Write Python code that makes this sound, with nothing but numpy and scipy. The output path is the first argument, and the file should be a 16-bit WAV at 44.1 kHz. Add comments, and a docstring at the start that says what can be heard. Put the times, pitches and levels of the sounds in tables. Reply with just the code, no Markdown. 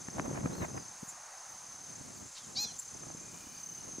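"""Grebe on a weedy pond

A grebe gives a soft rasp, then one short nasal call: syrinx harmonics shaped by throat and open bill.
A chick peeps twice, far birds whistle, and the far bank echoes them all. Crickets trill in wing strokes
and katydids buzz over a hiss of air and reeds. Wind buffets the microphone in the first second,
then comes back in light puffs."""
import sys
import numpy as np
from scipy import signal
from scipy.fft import rfft, irfft
from scipy.io import wavfile

SR = 44100
rng = np.random.default_rng(int(sys.argv[2]) if len(sys.argv) > 2 else 0)


def master(y):
    """Save y as 16-bit WAV."""
    cut = np.clip(np.atleast_2d(y).T, -1, 1)
    pcm = np.round(cut * 32767)  # scale
    wavfile.write(sys.argv[1], SR, pcm.astype(np.int16))


N = 176400
T = np.arange(N) / SR


def amp(db):
    """Decibels to gain."""
    return 10 ** (np.asarray(db) / 20)


def unit(x):
    """Scales to rms 1."""
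    return x / np.sqrt(np.mean(abs(x) ** 2) + 1e-20)


def curve(rows, column=1):
    """One column of a table as an automation line over time."""
    rows = np.array(rows)
    return np.interp(T, rows[:, 0], rows[:, column])


def during(rows):
    """A gate, open from a table's first time to its last."""
    return (T > rows[0][0]) & (T < rows[-1][0])


def spectrum_at(points, hz):
    """Reads a spectrum, joined by lines over log frequency."""
    f, value = np.transpose(points)
    return np.interp(np.log(hz + 1), np.log(f + 1), value)


def drift(rate_hz):
    """Smooth random modulation up to about a rate, rms 1."""
    f = np.fft.rfftfreq(N, 1 / SR)
    return unit(irfft(rfft(rng.standard_normal(N)) / (1 + (f / rate_hz) ** 2) ** 2, N))


def phase(hz):
    """Running angle of a pitch curve."""
    return 2 * np.pi * np.cumsum(hz * np.ones(N)) / SR


def noise_band(hz, width_hz):
    """A noisy resonance that follows a pitch, rms 1."""
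    return unit(((drift(width_hz) + 1j * drift(width_hz)) * np.exp(1j * phase(hz))).real)


def stereo_noise(colour, correlation):
    """Coloured noise, partly shared by the two channels, rms 1."""
    f = np.fft.rfftfreq(N, 1 / SR)
    left, independent = rfft(rng.standard_normal((2, N)))
    shared = np.clip(spectrum_at(correlation, f), -1, 1)
    right = shared * left + np.sqrt(1 - shared ** 2) * independent
    return unit(irfft(np.array([left, right]) * amp(spectrum_at(colour, f)), N))


def swell(start, length, fade):
    """A soft rise, hold and fall, timed in seconds."""
    return np.sin(np.pi / 2 * np.clip(np.minimum(T - start, start + length - T) / fade, 0, 1))


def air():
    """The bed: a steady hiss over the pond and a far murmur of wind in the reeds."""
    # tone of the hiss and of the reeds (frequency [Hz], relative level [dB])
    hiss_colour = [(120, -9), (300, -41), (500, -5.5), (800, 0.5), (1200, 0.5), (2000, -4), (3300, -9),
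                   (4500, -3), (5600, 1), (6500, 5), (7800, -2.5), (9400, -3), (10800, -9.5),
                   (12400, -19.5), (15500, -24)]
    reed_colour = [(450, -14.5), (740, 1), (1100, -1.5), (1900, -7.5), (3300, -24.5)]
    # stereo image (frequency [Hz], left-right correlation [-1..1])
    image = [(400, 1), (900, 0.88), (1700, 0.82), (4500, 0.98), (9000, 0.91)]
    # swells of the breeze (time [s], level [dB])
    breeze_levels = [(.6, -65), (1.3, -55), (1.8, -62.5), (2.5, -82), (4, -71)]
    reeds = stereo_noise([(0, -100)] + reed_colour + [(SR / 2, -100)], image)
    hiss = amp(-53 + .5 * drift(10.5)) * stereo_noise(hiss_colour, image)
    return hiss + amp(curve(breeze_levels)) * reeds


def far_birds():
    """Thin wavering whistles, mostly arched, and long notes blurred by distance."""
    # whistles (start [s], length [s], first pitch [Hz], middle pitch [Hz], last pitch [Hz], level [dB])
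    whistles = [(0.506, 0.15, 3600, 4360, 3600, -62), (0.71, 0.16, 5150, 5000, 4450, -60.5),
                (2.11, 0.11, 4150, 4740, 4600, -66.5), (3.489, 0.15, 4030, 4650, 4600, -67)]
    # blurred notes (start [s], length [s], pitch [Hz], level [dB])
    notes = [(3.126, 0.58, 2424, -66.5), (3.237, 0.71, 2960, -70.5)]
    out = np.zeros(N)
    for start, length, from_hz, mid_hz, to_hz, db in whistles:
        progress = np.clip((T - start) / length, 0, 1)
        arch_hz = (mid_hz - (from_hz + to_hz) / 2) * np.sin(np.pi * progress ** .85) ** 2
        hz = from_hz + (to_hz - from_hz) * progress + arch_hz
        envelope = amp(db + 2 * drift(60)) * swell(start, length, length / 3)
        out += envelope * np.sqrt(2) * np.sin(phase(hz + 55 * drift(100)))
    for start, length, hz, db in notes:
        out += amp(db) * swell(start, length, length / 3) * noise_band(hz, width_hz=110)
    return out


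def katydids():
    """A very high buzz in short bouts."""
    # bouts (start [s], length [s], level if fully faded in [dB])
    bouts = [(.5, 0.2, -68), (.99, 0.15, -68), (1.48, .09, -69), (2.12, 0.13, -70), (2.74, 0.14, -67),
             (3.287, 0.53, -70)]
    envelope = sum(amp(db) * swell(start, length, fade=.082) for start, length, db in bouts)
    return envelope * noise_band(13850, width_hz=1600)


def trill(levels, centre_hz, lag_strokes):
    """A cricket's clear trill: each wing stroke is a short tone that sags in pitch."""
    strokes_per_s, first_s = 34.546, .0197
    stroke = ((T - first_s) * strokes_per_s - lag_strokes + .5) % 1 - .5  # 0 at mid-stroke
    hz = centre_hz - 324 * stroke - 499.4 * stroke ** 2 + 33 * drift(113.7)
    pulses = np.exp(-abs(stroke / .27) ** 4.9)
    return np.sqrt(2) * np.sin(phase(hz)) * pulses * amp(curve(levels) + .5 * drift(11))


def crickets():
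    """Two clear crickets interleave their wing strokes; a hoarse one joins and a chorus hums behind."""
    # level rides of the three crickets (time [s], level [dB])
    near_levels = [(.1, -47), (.45, -50.5), (.88, -47.5), (.95, -55), (1.25, -55), (1.83, -47), (2.15, -55),
                   (2.4, -56), (2.75, -49.5), (3.1, -47.5), (3.47, -56.5), (3.65, -42), (3.85, -47),
                   (4, -46)]
    neighbour_levels = [(.85, -70), (1.05, -51.5), (1.4, -77), (3.75, -87), (3.86, -48)]
    hoarse_levels = [(.6, -57.5), (1.88, -72), (1.95, -54.5), (3.4, -54), (3.46, -79)]
    # chorus bands (centre [Hz], width [Hz], level [dB])
    bands = [(6262, 35, -61), (6410, 80, -62), (6757, 45, -64)]
    strokes_per_s = 33.4 * (1 + .04 * drift(3))
    stroke = np.cumsum(strokes_per_s) / SR % 1 - .5
    pulses = np.exp(-(stroke / .33) ** 2)
    hoarse = noise_band(7200, width_hz=710) * pulses * amp(curve(hoarse_levels))
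    chorus = sum(amp(db) * noise_band(hz, width) for hz, width, db in bands)
    near = trill(near_levels, centre_hz=6264, lag_strokes=0)
    neighbour = trill(neighbour_levels, centre_hz=6440, lag_strokes=.59)
    return near + neighbour + hoarse + chorus


def wind():
    """Lumpy turbulence on the microphone, with single eddies that thump it and sharp scuffs across it."""
    # gusts (time [s], level [dB])
    gusts = [(0, -55), (.11, -52), (.16, -40.5), (.35, -39.5), (.57, -41.5), (.63, -35.5), (.69, -48.5),
             (.775, -39), (.82, -53.5), (.98, -69), (1.14, -64.5), (1.32, -82), (1.5, -67), (1.85, -59),
             (2.04, -51.5), (2.25, -53), (2.35, -76), (2.5, -53), (2.72, -56.5), (2.82, -67), (2.95, -53.5),
             (3.15, -53), (3.65, -60.5), (3.85, -52)]
    # tone of the turbulence and of the scuffs (frequency [Hz], relative level [dB])
    flow_colour = [(15, -33), (70, -7.5), (140, -1), (220, -1.5), (420, -8), (800, -13), (1900, -25),
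                   (5000, -47.5)]
    scuff_colour = [(100, -23), (600, 2.5), (2400, -10.5), (5000, -52)]
    # stereo image (frequency [Hz], left-right correlation [-1..1])
    image = [(110, 0.89), (420, -.15)]
    # eddies (peak time [s], pitch [Hz], peak level [dB])
    thumps = [(0.087, 200, -35.5), (.184, 690, -28), (0.1973, 974, -22.5), (0.2011, 333, -31.5),
              (0.2817, 260, -30.5), (0.3144, 480, -30), (0.447, 130, -28), (0.4607, 210, -23.5),
              (.502, 170, -32), (1.032, 200.2, -35), (3.15, 190, -40), (3.986, 282, -35)]
    # scuffs (peak time [s], length [s], peak level [dB])
    scuffs = [(0.086, .003, -36), (0.356, 0.018, -42), (0.376, 0.0052, -36), (0.46, 0.0057, -33.5),
              (0.624, 0.012, -37), (.646, 0.02, -37), (0.779, 0.0085, -39), (3.035, 0.012, -47),
              (3.103, 0.0028, -45)]
    crossover_hz, spurt_db, lump_db = 570, 3.5, 2.5
    flow = stereo_noise(flow_colour, image)
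    rumble = signal.sosfiltfilt(signal.butter(2, crossover_hz, fs=SR, output="sos"), flow)
    spurts = (flow - rumble) * unit(amp(spurt_db * drift(100)))
    out = unit((rumble + spurts) * amp(lump_db * drift(81))) * amp(curve(gusts))
    for middle, hz, db in thumps:
        cycles = (T - middle) * hz
        near = abs(cycles) < 2
        grit = np.array([noise_band(2 * hz, hz)[near] for _ in range(2)])
        envelope = amp(db) * np.exp(-(cycles[near] / .61) ** 2)
        out[:, near] += envelope * (np.cos(2 * np.pi * cycles[near]) + .35 * grit)
    scuffing = sum(amp(db) * np.exp(-(2 * (T - middle) / length) ** 2) for middle, length, db in scuffs)
    return out + scuffing * stereo_noise(scuff_colour, image)


def chick():
    """Hoarse rising peeps with a fizz on top."""
    # peeps (start [s], length [s], first pitch [Hz], last pitch [Hz], peak level [dB])
    peeps = [(1.066, 0.054, 6700, 7290, -44), (2.778, 0.035, 6800, 7770, -39)]
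    out = np.zeros(N)
    for start, length, from_hz, to_hz, db in peeps:
        progress = np.clip((T - start) / length, 0, 1)
        tone = noise_band(from_hz + (to_hz - from_hz) * progress, width_hz=590)
        fizz = amp(-10.5) * noise_band(9700, width_hz=2600)
        out += amp(db) * np.sin(np.pi * progress ** 1.08) ** 2 * (tone + fizz)
    return out


def voice(gesture, rough, jitter, split):
    """Twenty harmonics of the syrinx slide through the throat's resonances; the top opens with pitch."""
    # response of throat and open bill (frequency [Hz], harmonic gain [dB])
    throat = [(800, -57.5), (1650, -68), (2480, -53.5), (3350, -62.5), (3750, -46.5), (4050, -37),
              (4600, -35.5), (5020, -47.5), (5400, -38), (5900, -41.5), (6750, -41.5), (7600, -52.5),
              (8400, -84), (12400, -66), (13450, -49.5), (14300, -56), (15500, -71)]
    treble_hz, peak_pitch_hz, throat_lag_rad = 4900, 849, .97
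    hz = curve(gesture) * (1 + jitter * drift(420))
    angle, on, out = phase(hz), during(gesture), np.zeros(N)
    tilt_db_per_octave = .25 * (hz[on] - peak_pitch_hz)
    for k in range(1, 21):
        flutter = 1 + rough * (drift(600) + 1j * drift(600))
        treble_octaves = np.maximum(np.log2(k * hz[on] / treble_hz), 0)
        db = spectrum_at(throat, k * hz[on]) + treble_octaves * tilt_db_per_octave
        # strong-weak cycles add lines halfway between the treble harmonics
        half_lines = (split * flutter * np.exp(-.5j * angle))[on] * (treble_octaves > 0)
        harmonic = np.exp(1j * (k * angle[on] - throat_lag_rad * k * k))  # the throat delays the highs
        out[on] += amp(db) * ((1 + half_lines) * flutter[on] * harmonic).real
    return np.sqrt(2) * out * amp(curve(gesture, column=2))


def grebe():
    """A soft breathy rasp, then the arched call, which starts hoarse and breaks in its second half."""
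    # gestures of the syrinx (time [s], pitch [Hz], effort [dB])
    rasp = [(2.35, 666, -34), (2.368, 760, -26), (2.38, 783, -22), (2.392, 737, -29), (2.41, 725, -48)]
    call = [(2.545, 660, -29), (2.56, 705, -10.5), (2.57, 748, 1), (2.578, 775, 0.5), (2.592, 811, 1.5),
            (2.606, 833.6, -.5), (2.622, 848, -1.5), (2.64, 840, -1), (2.651, 809, -1.5), (2.664, 750, -30)]
    # a thin falling whistle trails each (start [s], peak level [dB])
    slurs = [(2.36, -61), (2.611, -52)]
    base_rough, slur_s = .11, .108
    breaking = swell(start=2.598, length=.13, fade=.065)
    hoarse_onset = .55 * swell(call[0][0], length=.027, fade=.0135)
    out = voice(call, rough=base_rough + hoarse_onset, jitter=.0035, split=amp(-14) * breaking)
    out += amp(-44.5) * breaking * noise_band(5900, width_hz=490)  # breathy edge
    breath = amp(curve(rasp, column=2) - 27) * during(rasp) * noise_band(4260, width_hz=2900)
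    for start, db in slurs:
        progress = np.clip((T - start) / slur_s, 0, 1)
        envelope = amp(db) * np.sin(np.pi * progress) * (1 + base_rough * drift(600))
        out += envelope * np.sin(phase(3720 - 890 * progress ** 2))
    return out + voice(rasp, rough=.81, jitter=.018, split=0) + breath


def far_bank(direct):
    """The far bank adds one dull echo and a thin scattered stereo tail."""
    echo_s, echo_db, tail_db, t60_s, cutoff_hz = .07, -16, -16.5, .36, 8500
    t = T[:SR // 2]
    tail = rng.standard_normal((2, len(t))) * amp(-60 * t / t60_s) * (t > .012)
    tail = tail + .52 * tail[::-1]  # crossfeed narrows the image
    tail *= amp(tail_db) / np.linalg.norm(tail[0])
    dull = signal.sosfilt(signal.butter(4, cutoff_hz, fs=SR, output="sos"), direct)
    echo = amp(echo_db) * np.interp(T - echo_s, T, dull)
    return direct + echo + signal.fftconvolve(dull[None], tail, axes=1)[:, :N]


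def scene():
    """Birds and insects in the centre, air and wind in stereo around them."""
    return far_bank(grebe() + chick() + far_birds()) + crickets() + katydids() + air() + wind()


def record(dry):
    """A steep low-pass trims the very top of the mix."""
    lowpass = signal.firwin(701, cutoff=15750, window=("kaiser", 9), fs=SR)
    return signal.oaconvolve(dry, lowpass[None], "same")


dry = scene()
out = record(dry)
master(out)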